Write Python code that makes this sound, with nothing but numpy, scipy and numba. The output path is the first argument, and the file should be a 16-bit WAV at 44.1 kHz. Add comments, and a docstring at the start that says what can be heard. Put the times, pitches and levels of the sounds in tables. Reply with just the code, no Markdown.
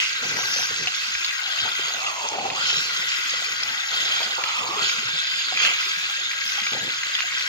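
"""In a gravel yard, a boar drinks from a running garden hose, an arm's length from a phone.
The spray is a crowd of drop clicks and tiny bubbles, pattering on bristles and wet gravel.
The nozzle is a splutter ringing a resonance, whose note sinks when the snout covers it.
Bubbles churn, gargle, plop and glug in the open mouth; heavy gobs slap down as short rings in a wet splat.
A faint rumble, dripping water, dull thuds and one hard click on the phone complete the scene."""
import sys
import numpy as np
from scipy import signal
from scipy.fft import rfft, irfft, next_fast_len
from scipy.io import wavfile
from scipy.ndimage import uniform_filter1d, map_coordinates
from numba import njit

SR = 44100
rng = np.random.default_rng(int(sys.argv[2]) if len(sys.argv) > 2 else 0)


def persist_wave(psi):
    """Save psi, clipped to +-1, as 16-bit WAV."""
    counts = np.round(np.clip(psi, -1, 1) * 32767).astype(np.int16)
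    wavfile.write(sys.argv[1], SR, np.atleast_2d(counts).T)


N = 329858  # length in samples

# Share of the nozzle that the snout covers. Each row: time in seconds, share from 0 to 1.
COVER = [(1.1, 0), (1.75, .08), (1.93, .11), (2.04, .38), (2.12, .47), (2.18, .68), (2.28, .76),
         (2.35, .97), (2.53, .95), (2.58, .37), (2.65, .09), (4.34, .05), (4.4, .34), (4.55, .37),
         (4.72, .47), (4.79, .32), (4.85, .08), (5.3, 0)]
OPEN_HZ, SEALED_HZ = 1536, 705  # resonance of the nozzle's mouth, free and fully covered

# Colour of the spray. Each row: frequency in Hz, level in dB.
SPRAY_COLOUR = [(300, -28.5), (800, -18.5), (1250, -3.5), (1800, -12), (2600, 5), (3300, 1), (4100, -0.5),
                (5150, 2), (5450, -11.5), (6250, -6), (6600, -6.5), (8100, -25.5), (10000, -35),
                (15000, -36)]
# Steady parts of the spray with the nozzle free, in dB
SPLASH_DB, SIZZLE_DB, FINE_DB, PATTER_DB, MIST_DB = -34, -36, -38.5, -43.5, -56
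# Change of the steady parts under cover, in dB: the patter on the gravel grows, the others sink
SIZZLE_COVER_DB, FINE_COVER_DB, GRAVEL_COVER_DB = -1.5, -0.5, 1.5
MIST_COVER_DB = -8  # the finest mist is only stopped by a tight seal
# Share covered at which the spray starts to change, and how much more it takes to change fully
MUFFLE_FROM, MUFFLE_SPAN = 0.021, 0.23
# The jet catches the snout and fans out. Each row: start in seconds, length in seconds,
# splash level in dB, level of the sizzle on the bristles in dB, level of the fine drops in dB.
SURGES = [(-0.1, 0.11, -20.5, -44, -31.5), (1.43, 0.44, -36.5, -33, -58), (2.535, 0.24, -32, -26.5, -36),
          (2.82, 0.38, -45, -36, -41), (3.0, 0.19, -33, -48, -46), (3.2, 0.17, -49, -33, -39),
          (3.87, 0.38, -35.5, -29, -42.5), (4.4, 0.14, -30.5, -32, -46), (4.75, 0.17, -31, -25.5, -35.5),
          (5.06, 0.5, -42, -31.5, -53), (5.54, 0.12, -19.5, -27, -35), (5.68, 0.26, -39, -32, -57),
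          (6.5, 0.11, -28.5, -40, -53)]
SURGE_ATTACK_S, SURGE_RELEASE_S = 0.092, 0.035
# Thin spray overshoots onto the gravel. Each row: start in seconds, length in seconds,
# patter level in dB, mist level in dB.
SHOWERS = [(-0.06, 0.1, -33, -55), (0.2, 0.47, -33.5, -55.5), (0.34, 0.28, -43, -49.5),
           (0.49, 0.077, -29.5, -59), (0.72, 0.41, -36, -63), (1.15, 0.82, -47, -56.5),
           (2.62, 0.21, -33.5, -52.5), (2.85, 1.4, -40, -55), (4.79, 0.15, -37.5, -54.5),
           (5.59, 0.075, -34.5, -51), (5.77, 0.25, -41, -56), (6.41, 0.12, -35, -51),
           (7.36, 0.097, -38, -68)]
SHOWER_ATTACK_S, SHOWER_RELEASE_S = 0.048, 0.046
# Echo of the splash off the snout: typical lag, strength, wander of the lag (share), changes per second
SNOUT_LAG_S, SNOUT_ECHO, SNOUT_WANDER, SNOUT_PER_S = .0006, .36, .3, 6

# Steady splutter of the jet; more of it, relative to the sloshing, on each gulp while uncovered
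JET_DB, JET_SLOSH_DB = -32.5, 7.5
# The held-back water bursts out past the snout. Each row: start in seconds, length in seconds, level in dB.
SPURTS = [(2.53, .1, -30), (4.36, 0.2, -34.5), (4.74, 0.038, -22)]
GUSH_WIDTH_HZ, GUSH_WIDENING_HZ = 570, 540  # width of the free gush, and how much cover can add
# Hollow ring of the hose end, peaks and dips. Each row: frequency in Hz, width in Hz, height in dB.
HOSE_MODES = [(1025, 91, 2), (1620, 52, 4), (1682, 220, -3.5), (1996, 180, 6), (3040, 320, 4),
              (5000, 140, -1.5), (6500, 37, 3)]

# The mouth fills and churns. Each row: start in seconds, length in seconds,
# level of the deep churning in dB, level of the sloshing in dB.
GULPS = [(0.215, 0.17, -43.5, -45), (0.35, 0.18, -53, -44), (0.555, 0.079, -51, -44),
         (0.69, 0.046, -48.5, -50), (0.785, 0.066, -45, -50), (1.59, 0.055, -46.5, -54),
         (1.645, 0.038, -57, -37.5), (1.79, 0.32, -58.5, -45.5), (2.31, 0.23, -42.5, -38.5),
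         (2.57, 0.16, -50, -43), (2.74, 0.071, -46.5, -48.5), (2.85, 0.19, -52.5, -51),
         (3.32, 0.42, -56, -54), (3.9, 0.27, -53.5, -46), (4.19, 0.13, -58, -42.5),
         (4.375, 0.05, -60, -36.5), (4.6, 0.25, -47, -42), (4.86, 0.32, -54, -55),
         (5.51, 0.092, -53.5, -53), (5.61, 0.096, -52, -40.5), (6.712, 0.079, -45.5, -42.5),
         (6.81, 0.071, -44, -46.5)]
GULP_ATTACK_S, GULP_RELEASE_S = 0.0076, 0.015
DEEP_DB, SLOSH_DB = -66, -60  # churning between gulps
TRAPPED_DB = -42  # sloshing that full cover adds
RESTLESS_DB, RESTLESS_PER_S = 2.2, 28  # wavering of the churning between gulps
# Colour of the deep churning. Each row: frequency in Hz, level in dB.
CHURN_COLOUR = [(25, -42), (55, -46), (90, -10.5), (130, -2), (200, -3.5), (300, -3), (500, 2), (1200, -47)]
# Colour of the sloshing. Each row: frequency in Hz, level in dB.
SLOSH_COLOUR = [(120, -22), (260, -20), (390, -1.5), (560, 4), (760, 11), (1000, 8), (2000, -41)]

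# Bands in which short splashes burst. Each row: low edge in Hz, high edge in Hz, level in dB.
SPLASHLETS = [(1900, 3000, -37), (2900, 4200, -38.5), (4000, 5300, -41), (6300, 6900, -48)]
# Faint low rumble of the yard. Each row: frequency in Hz, level in dB.
YARD_COLOUR = [(20, -24), (55, -22), (110, 4), (1000, -38)]
YARD_DB = -68.5

# Big bubbles glugging deep in the mouth. Each row: start in seconds, level in dB, starting pitch in Hz,
# time to fall by 60 dB in seconds (0.2 at most is used).
GLUGS = [(0.25, -35, 172, 0.1), (0.436, -42, 118, 0.15), (0.712, -39, 110, .09), (0.812, -35, 152, 0.12),
         (1.622, -33, 110, 0.085), (2.77, -36, 158, 0.11), (4.26, -42, 215, .08), (4.635, -33, 496, 0.1),
         (4.69, -34.5, 335, 0.12), (4.983, -39.5, 222, .15), (5.05, -38, 121, 0.18),
         (5.133, -38.5, 155, 0.13), (5.861, -44.5, 378, 0.18), (5.97, -44, 174, 0.11),
         (6.614, -44, 211, 0.23), (6.744, -36.5, 140, 0.12)]
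# Air pockets closing in the mouth. Each row: start in seconds, relative level in dB,
# starting pitch in Hz, time to fall by 60 dB in seconds.
PLOPS = [(0.387, -26.5, 980, 0.06), (0.432, -27, 1160, 0.06), (0.562, -34, 549, 0.06),
         (0.71, -38, 433, 0.05), (0.87, -30.5, 735, 0.081), (1.656, -31, 870, 0.11),
         (1.793, -25.5, 370, 0.03), (2.384, -22, 737, 0.049), (3.337, -30.5, 512, 0.028),
         (3.42, -33.5, 690, 0.039), (4.205, -24.5, 947, 0.061), (4.387, -22.5, 740, 0.039),
         (4.739, -30, 770, 0.079), (4.769, -30, 409, 0.13), (5.087, -35.5, 985, 0.089),
         (5.523, -26, 750, 0.064), (6.09, -43.5, 794, 0.15), (6.579, -33.5, 810, 0.11),
         (6.666, -30, 1210, 0.064), (6.749, -25.5, 520, 0.03), (7.24, -36.5, 730, 0.069)]
# Gobs of water splatting down. Each row: time in seconds (heard about 1 ms later), level in dB,
# starting pitch in Hz, time to fall by 60 dB in seconds.
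SLAPS = [(0.871, -14, 2680, 0.033), (0.881, -19, 2870, .028), (0.9383, -19, 2410, 0.015),
         (1.15, -17, 2320, 0.02), (1.2444, -13.5, 3930, .02), (1.5844, -18, 2820, 0.023),
         (2.0637, -20, 2720, 0.035), (2.0718, -21, 2750, .03), (2.2864, -13, 6000, 0.012),
         (2.355, -23, 2320, 0.022), (2.4999, -19.5, 2510, 0.027), (2.701, -18.5, 2650, 0.029),
         (3.1165, -17, 2510, 0.018), (3.295, -18, 5100, 0.022), (3.6316, -15.5, 5030, .02),
         (4.2294, -16, 3230, 0.018), (4.4372, -13, 4300, .012), (4.4388, -15, 2300, 0.012),
         (4.49, -19, 2940, 0.016), (4.894, -17, 2330, 0.024), (5.5715, -11.5, 2440, 0.02),
         (5.601, -15, 2400, .02), (5.648, -9.5, 2650, 0.035), (5.7352, -17, 2700, .025),
         (5.8252, -20.5, 2040, 0.045), (6.0514, -20, 3400, .016), (6.3112, -17.5, 2360, 0.023),
         (6.3315, -22, 2050, .018), (6.415, -19.5, 2180, 0.026), (6.477, -14, 5200, .008),
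         (6.6646, -15.5, 2300, 0.036), (6.7314, -18, 3340, .02), (6.9024, -17, 3380, .014),
         (6.935, -23, 2450, .016), (7.0318, -18, 2080, 0.026), (7.15, -15, 3170, 0.028),
         (7.186, -19, 2780, 0.037), (7.2194, -18, 2700, 0.018), (7.2792, -18, 2170, 0.018),
         (7.32, -20, 2170, 0.032), (7.4067, -15, 2450, 0.017)]
GOB_TAIL_S, GOB_TAIL_DB = 0.0043, -6  # the rest of each gob lands a moment after its front
# Soft low thuds as the boar shifts its head. Each row: start in seconds, level in dB,
# pitch in Hz, time to fall by 60 dB in seconds.
THUDS = [(1.145, -48, 62, 0.18), (1.623, -40, 82, 0.11)]
# Water gargles at the back of the mouth. Each row: start in seconds, length in seconds,
# level in dB, middle pitch in Hz.
GARGLES = [(1.41, 0.29, -45.5, 740), (1.884, 0.59, -41, 750), (3.602, 0.41, -49.5, 786),
           (4.022, 0.23, -43.5, 760), (4.383, 0.38, -38, 986)]
GARGLE_WIDTH_HZ = 206
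# The jet grazes the lips and hisses in a narrow band that moves with the head.
# Each row: start in seconds, length in seconds, level in dB, first pitch in Hz, last pitch in Hz.
GRAZES = [(2.8, .39, -35.5, 4900, 2300), (3.89, .32, -34, 3550, 3300), (5.01, .46, -33, 3650, 3400),
          (5.95, .33, -36.5, 3400, 3750)]
GRAZE_WIDTH_HZ = 420
# The jet squirts straight into the open mouth and rings it.
# Each row: start in seconds, length in seconds, level in dB.
SQUIRTS = [(2.85, 0.55, -36), (3.42, 0.76, -37), (7.0, 0.45, -38.5)]
CAVITY_HZ, CAVITY_WIDTH_HZ = 1940, 860
# One drop striking the phone. Each row: start in seconds, level on the left in dB,
# pitch in Hz, time to fall by 60 dB in seconds.
TICK = [(7.2054, -3, 2500, .0022)]

# The two microphone ports. Each row: frequency in Hz, lead of the left in radians,
# likeness of the two from 0 to 1, left minus right in dB.
PORTS = [(100, 0.2, 1, 2), (526, 0.55, 0.64, -2), (1010, 1.86, 0.36, 2), (1660, 2.45, 0.75, 2.5),
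         (2050, 2.22, 0.37, 1), (2230, 2.98, 0.48, 2), (2890, 3.5, 0.57, -3.5), (3940, 4.64, 0.73, -1),
         (4420, 6.04, 0, -5.5), (5040, 7.85, 0.56, 1.5), (6660, 7.7, 0.7, -5), (7500, 7.74, 0, 0.5),
         (8600, 10.2, 0.35, -4), (13600, 10.6, 0.05, -11.5)]
# Where the head throws the splash. Each row: time in seconds, left minus right in dB.
SWAY = [(0.0, -0.5), (0.42, 2), (1.02, 0.5), (1.44, 4), (2.1, 0), (2.46, 0.5), (3.0, 1.5), (3.85, 2.5),
        (4.42, -1), (5.2, 1.5), (5.65, -0.5), (5.95, 1.3), (7.48, 2)]
TOP_HZ = 15550  # highest frequency the phone passes


def undb(db):
    """Decibels to gain."""
    return 10 ** (np.asarray(db) / 20)


def curves(table):
    """The columns of a time table, one value a sample."""
    s, *columns = np.transpose(table)
    return [np.interp(np.arange(N) / SR, s, column) for column in columns]


def bin_hz():
    """Frequency of every spectral bin."""
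    return np.fft.rfftfreq(2 * next_fast_len(N // 2 + 1), 1 / SR)


def over_frequency(table):
    """The columns of a frequency table, one value a spectral bin."""
    hz, *columns = np.transpose(table)
    return [np.interp(np.log(bin_hz() + 1), np.log(hz), column) for column in columns]


def filtered(x, gain):
    """Apply one gain a spectral bin."""
    return irfft(rfft(x, 2 * (len(gain) - 1)) * gain)[..., :N]


def unit(x):
    """Scale to rms 1."""
    return x / np.sqrt(np.mean(x ** 2))


def colour(x, points):
    """Shape by (Hz, dB) points; rms 1."""
    return unit(filtered(x, undb(over_frequency(points)[0])))


def tinted(x, modes):
    """Raise or lower narrow bands given as (Hz, width, dB)."""
    hz = bin_hz()
    gain_db = sum(db * np.exp(-2 * ((hz - centre) / width) ** 2) for centre, width, db in modes)
    return filtered(x, undb(gain_db))


def band(x, lo_hz, hi_hz, order=3):
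    """Keep only the sound between two frequencies."""
    edges = [lo_hz, min(hi_hz, SR / 2 - 1)]
    return signal.sosfilt(signal.butter(order, edges, "band", fs=SR, output="sos"), x)


def walk(rate):
    """Random levels, rate of them a second, joined by straight slopes; rms near 1."""
    k = max(int(SR / rate), 1)
    steps = np.repeat(rng.standard_normal(N // k + 1), k)
    return unit(uniform_filter1d(steps, k)[:N])


@njit
def resonate(x, hz, width):
    """Band-pass with a moving centre, gain 1 there."""
    y, b, l = np.empty(len(x)), 0., 0.
    for i in range(len(x)):
        g, k = np.tan(np.pi * hz[i] / SR), width / hz[i]
        v = (b + g * (x[i] - l)) / (1 + g * (g + k))
        b, l, y[i] = 2 * v - b, l + 2 * g * v, k * v
    return y


def resonate_twice(x, hz, width):
    """Two equal resonances in a row, for steeper sides; rms 1."""
    return unit(resonate(resonate(x, hz, float(width)), hz, float(width)))


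@njit
def rings(s, hz, t60, size, glide):
    """Damped sines; glide makes the pitch rise, as when a bubble nears the surface."""
    y = np.zeros(N)
    for k in range(len(s)):
        start, length = int(s[k] * SR), t60[k] * SR
        # each sample multiplies z by p (turn and decay), and p itself by bend (pitch rise)
        z, p = size[k] + 0j, np.exp(2j * np.pi * hz[k] / SR - np.log(1000.) / length)
        bend = np.exp(2j * np.pi * hz[k] / SR * glide / length)
        for i in range(max(start, 0), min(start + int(length), N)):
            y[i] += z.imag
            z *= p
            p *= bend
    return y


def bubbles(count, lo_hz, hi_hz, cycles, spread_db, glide):
    """A random crowd of bubbles, many small and a few large; rms 1."""
    when, pitch, life, size = rng.random((count, 4)).T
    hz = lo_hz * (hi_hz / lo_hz) ** pitch
    size = undb(-spread_db * np.log(1 - .99 * size))
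    return unit(rings(when * N / SR, hz, cycles * (.5 + life) / hz, size * np.sqrt(hz), glide))


def impacts(count, spread_db):
    """Random drop clicks, many small and a few large (the reverse if spread is negative); rms 1."""
    when, size, sign = rng.random((count, 3)).T
    size = undb(-spread_db * np.log(1 - .997 * size))
    return unit(np.bincount((when * N).astype(int), size * np.sign(sign - .5), N))


def clumps(count, decay_s):
    """Power envelope of random gobs, each landing at once and scattering; mean 1."""
    keep = np.exp(-1 / (decay_s * SR))
    power = signal.lfilter([1 - keep], [1, -keep], impacts(count=count, spread_db=2.0) ** 2)
    return power / np.mean(power)


def swells(table, attack_s, release_s):
    """Rows (s, length s, dB, ..) rise, hold and die away; one summed power envelope a dB column."""
    t, total = np.arange(N) / SR, 0
    for start, length, *db in table:
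        rise = np.clip((t - start) / max(attack_s, 1 / SR), 0, 1) ** 2
        fall = np.exp(-np.maximum(t - start - length, 0) / max(release_s, 1 / SR))
        total = total + np.outer(undb(db) ** 2, rise * fall)
    return total


def on_top(steady_db, power):
    """Level in dB of a steady sound plus a power envelope."""
    return 10 * np.log10(undb(steady_db) ** 2 + power)


def cover():
    """Share of the nozzle that the snout covers."""
    return np.clip(curves(COVER)[0], 0, 1)


def nozzle_hz():
    """The nozzle's resonance sinks in step with the cover."""
    return OPEN_HZ + (SEALED_HZ - OPEN_HZ) * cover()


def mirrored(x):
    """The wet snout mirrors the splash; as the gap changes, hollow notches wander through the sound."""
    lag_s = SNOUT_LAG_S * np.exp(SNOUT_WANDER * walk(SNOUT_PER_S))
    echo = map_coordinates(x, [np.arange(N) - lag_s * SR], mode="mirror")
    return unit(x + SNOUT_ECHO * echo)


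def shimmer(x, depth_db, rate, count=30):
    """Overlapping narrow bands swell and fade on their own as the splash changes shape."""
    centres = np.geomspace(1500, 7500, count)
    shares = over_frequency(np.column_stack([centres, np.eye(count)]))
    return sum(filtered(x, share) * undb(depth_db * walk(rate)) for share in shares)


def spray():
    """Drops tick and trap tiny bubbles, swelling in clumps as the jet breaks up; each band has its level."""
    covered = cover()
    muffled = np.clip((covered - MUFFLE_FROM) / MUFFLE_SPAN, 0, 1)
    splash, sizzle, drops = swells(SURGES, SURGE_ATTACK_S, SURGE_RELEASE_S)
    shower, haze = swells(SHOWERS, SHOWER_ATTACK_S, SHOWER_RELEASE_S)
    splash_db = on_top(SPLASH_DB, splash)
    sizzle_db = on_top(SIZZLE_DB + SIZZLE_COVER_DB * muffled, sizzle)
    fine_db = on_top(FINE_DB + FINE_COVER_DB * muffled, drops)
    patter_db = on_top(PATTER_DB + GRAVEL_COVER_DB * muffled, shower)
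    mist_db = on_top(MIST_DB + MIST_COVER_DB * covered ** 2, haze)

    ticks = impacts(count=70000, spread_db=1.5)
    fizz = bubbles(count=17000, lo_hz=1296.0, hi_hz=7420, cycles=30, spread_db=2.5, glide=0.061)
    clumping = np.sqrt(1 + 0.18 * clumps(count=1100, decay_s=0.0096))
    flow = clumping * undb(1.0 * walk(110) + .5 * walk(13))
    water = colour((ticks + undb(-4.5) * fizz) * flow, SPRAY_COLOUR)
    water = shimmer(mirrored(water), depth_db=2.4, rate=18)

    coarse = unit(band(water, 126, 2920, order=6)) * undb(splash_db)
    # the sizzle on the bristles is broad; its upper skirt also grows with the patter on the gravel
    core = unit(band(water, 2980, 4160, order=6)) * undb(sizzle_db)
    skirt_db = on_top(sizzle_db - 4.5, undb(-4.5) ** 2 * shower)
    skirt = unit(band(water, 4250, 5190, order=8)) * undb(skirt_db)
    fine = unit(band(water, 6295, 9470, order=8)) * undb(fine_db)
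    patter = unit(band(water, 5297, 6356, order=6)) * undb(patter_db)
    mist = unit(band(impacts(count=50000, spread_db=-1.0), 8200, 15500, order=5))
    mist = mist * undb(mist_db + 2.6 * walk(41))
    return coarse + core + skirt + fine + patter + mist


def nozzle():
    """Air and water ring the nozzle's mouth: a narrow note, a gush that cover broadens, a weak overtone."""
    _, sloshing = swells(GULPS, GULP_ATTACK_S, GULP_RELEASE_S)
    (spurt,) = swells(SPURTS, SURGE_ATTACK_S, SURGE_RELEASE_S)
    level_db = on_top(JET_DB, spurt + undb(JET_SLOSH_DB) ** 2 * sloshing * (1 - cover()))
    # under the snout the flow breaks into bubbling bursts
    bursts_db = 3.5 * cover() * walk(45)
    splutter = impacts(count=16000, spread_db=2.0) * undb(1.3 * walk(70) + bursts_db)
    hz = nozzle_hz() * np.exp(0.037 * walk(24))
    free = resonate_twice(splutter, hz, GUSH_WIDTH_HZ)
    choked = resonate_twice(splutter, hz, GUSH_WIDTH_HZ + GUSH_WIDENING_HZ)
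    # fully choked from half cover on
    share = np.clip(2 * cover(), 0, 1)
    gush = (1 - share) * free + share * choked
    note = unit(resonate(free, 1.03 * hz, 83.0))
    overtone = unit(resonate(splutter, 1600 + 1.375 * hz, 180.0))
    return (unit(note + undb(2.0) * gush) + undb(-11.5) * overtone) * undb(level_db)


def mouth():
    """The jet folds air into the mouth: big slow bubbles, livelier sloshing above, both in a turbulent rush."""
    churning, sloshing = swells(GULPS, GULP_ATTACK_S, GULP_RELEASE_S)
    restless_db = RESTLESS_DB * walk(RESTLESS_PER_S)
    deep_db = on_top(DEEP_DB + restless_db, churning)
    trapped = (undb(TRAPPED_DB) * cover() ** 2) ** 2
    slosh_db = on_top(SLOSH_DB + restless_db, sloshing + trapped)
    rush = impacts(count=3000, spread_db=2.8)
    deep = bubbles(count=800, lo_hz=85, hi_hz=480, cycles=12, spread_db=1.3, glide=0.25)
    slosh = bubbles(count=1000, lo_hz=260, hi_hz=1131, cycles=30, spread_db=1.8, glide=0.3)
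    deep = colour(deep, CHURN_COLOUR) + undb(-2) * colour(rush, CHURN_COLOUR)
    slosh = colour(slosh, SLOSH_COLOUR) + undb(-4.0) * colour(rush, SLOSH_COLOUR)
    return unit(deep) * undb(deep_db) + unit(slosh) * undb(slosh_db)


def dribble():
    """Water running off the chin drips into the puddle: lone bright plinks and small low burbles."""
    plinks = bubbles(count=110, lo_hz=1900, hi_hz=4500, cycles=70, spread_db=.5, glide=.15)
    burbles = bubbles(count=55, lo_hz=190, hi_hz=950, cycles=45, spread_db=0.5, glide=.2)
    return undb(-52.0) * band(plinks, 1700, 4900) + undb(-63) * band(burbles, 190, 1100)


def spatter():
    """Larger drops smack on wet bristles and stones and ring for a moment; cover makes them quieter."""
    smacks = bubbles(count=950, lo_hz=2300, hi_hz=5600, cycles=9, spread_db=3.5, glide=.05)
    plips = bubbles(count=380, lo_hz=1850, hi_hz=5100, cycles=120, spread_db=1.2, glide=0.04)
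    smacks = undb(-38) * band(smacks, 1700, 6700, order=7)
    plips = undb(-35.5) * band(plips, 1350, 6500)
    return (smacks + plips) * undb(-7 * cover())


def splashlets():
    """Small gobs burst into a few milliseconds of droplets in each band; lone drops tick on the stones."""
    bursts = 0
    for lo_hz, hi_hz, db in SPLASHLETS:
        droplets = unit(band(impacts(count=25000, spread_db=1.5), lo_hz, hi_hz, order=5))
        bursts = bursts + droplets * np.sqrt(clumps(count=400, decay_s=.0026)) * undb(db)
    ticks = unit(band(impacts(count=900, spread_db=2.2), 2200, 5200, order=7)) * undb(-44)
    return (bursts + ticks) * undb(-6 * cover())


def yard():
    """A faint outdoor rumble that wavers."""
    return colour(rng.standard_normal(N), YARD_COLOUR) * undb(YARD_DB + 2 * walk(4.5))


def glugs():
    """Big bubbles boom briefly and rise a little in pitch."""
    s, db, hz, t60 = np.array(GLUGS, float).T.copy()
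    return band(rings(s, hz, np.clip(t60, .03, .2), undb(db), 0.21), 95, 800, order=2)


def plops():
    """Each air pocket rings upward in pitch inside a short wet gush."""
    s, db, hz, t60 = np.array(PLOPS, float).T.copy()
    ring = band(rings(s, hz, t60, undb(db + 1.5), 0.052), 400, 1700, order=2)
    # noise that follows the loudness of the ring
    gush = np.abs(signal.hilbert(ring)) * unit(band(rng.standard_normal(N), 340, 1650, order=3))
    return ring + undb(-14.0) * gush


def slaps():
    """Each gob lands in two parts, briefly ringing bubbles inside a wet splat around the same pitch."""
    s, db, hz, t60 = np.array(SLAPS, float).T.copy()
    front = rings(s + 0.000975, hz, t60, undb(db), 0.044)
    rest = rings(s + 0.001084 + GOB_TAIL_S, 1.1 * hz, t60, undb(db - 2.5 + GOB_TAIL_DB), 0.25)
    ring = band(front + rest, 1600, 6900, order=8)
    (centre_hz,) = curves(np.column_stack([s, hz]))
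    wet = unit(band(resonate(rng.standard_normal(N), centre_hz, 2000.0), 1134, 6100, order=8))
    return ring + undb(-5.0) * np.abs(signal.hilbert(ring)) * wet


def thuds():
    """Dull, quickly damped bumps."""
    s, db, hz, t60 = np.array(THUDS, float).T.copy()
    return band(rings(s, hz, t60, undb(db), 0.), 30, 180, order=2)


def gargle():
    """Bubbling water rings the back of the mouth on a low, wavering note."""
    (power,) = swells([row[:3] for row in GARGLES], GULP_ATTACK_S, GULP_RELEASE_S)
    points = []
    for s, length, _, pitch in GARGLES:
        points += [(s, pitch), (s + length, pitch)]
    (hz,) = curves(points)
    bubbling = impacts(count=3000, spread_db=1.0) * undb(2.1 * walk(45))
    hz = hz * np.exp(0.05 * walk(14))
    return resonate_twice(bubbling, hz, GARGLE_WIDTH_HZ) * np.sqrt(power)


def graze():
    """Fine drops ring the gap between the lips, whose pitch glides as the head turns."""
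    (power,) = swells([row[:3] for row in GRAZES], SURGE_ATTACK_S, SURGE_RELEASE_S)
    points = []
    for s, length, _, first, last in GRAZES:
        points += [(s, first), (s + length, last)]
    (hz,) = curves(points)
    hz = hz * np.exp(0.014 * walk(22))
    drops = impacts(count=14000, spread_db=-2.0) * undb(1.9 * walk(70))
    return resonate_twice(drops, hz, GRAZE_WIDTH_HZ) * np.sqrt(power)


def cavity():
    """Splutter rings the hollow of the open mouth, above the nozzle's note."""
    (power,) = swells(SQUIRTS, SURGE_ATTACK_S, SURGE_RELEASE_S)
    splutter = impacts(count=9000, spread_db=1.0) * undb(1.1 * walk(50))
    hz = CAVITY_HZ * np.exp(0.04 * walk(12))
    return resonate_twice(splutter, hz, CAVITY_WIDTH_HZ) * np.sqrt(power)


def tick():
    """A drop on the phone's case: one hard click, nearer the right port."""
    s, db, hz, t60 = np.array(TICK, float).T.copy()
    click = band(rings(s, hz, t60, undb(db), 0.), 1150, 5500, order=3)
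    return np.outer(undb([0, 3]), click)


def hose():
    """Jet, spray and their ringing at the mouth; the hose end rings hollow only while left open."""
    openness = np.clip((nozzle_hz() - 1050) / 350, 0, 1)
    water = spray() + nozzle() + cavity() + graze()
    return openness * tinted(water, HOSE_MODES) + (1 - openness) * water


def running_water():
    """All the water sounds that go on in crowds, from the jet to the small splashes."""
    return hose() + mouth() + gargle() + dribble() + spatter() + splashlets()


def scene():
    """Water off to the left reaches the left port first; the rest reaches the ports less alike."""
    lead, likeness, balance_db = over_frequency(PORTS)
    likeness = np.clip(likeness, 0, 1)
    (sway_db,) = curves(SWAY)
    # the shared part is added at both ports, the unlike part is added at one and subtracted at the other
    shared = filtered(running_water(), np.sqrt((1 + likeness) / 2)) + plops() + glugs() + thuds()
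    unlike = filtered(running_water(), np.sqrt((1 - likeness) / 2))
    left = filtered(shared + unlike, undb(balance_db / 2)) * undb(sway_db / 2)
    # the turn of phase makes the right port hear later
    right_gain = undb(-balance_db / 2) * np.exp(-1j * lead)
    right = filtered(shared - unlike, right_gain) * undb(-sway_db / 2)
    # the gobs fall nearer the middle than the nozzle, so their lead is smaller
    gobs = slaps()
    left = left + gobs + yard()
    right = right + filtered(gobs, np.exp(-.5j * lead)) + yard()
    return np.array([left, right]) + tick()


def record(dry):
    """The phone cuts the top."""
    return signal.sosfilt(signal.ellip(10, .2, 80, TOP_HZ, fs=SR, output="sos"), dry)


dry = scene()
out = record(dry)
persist_wave(out)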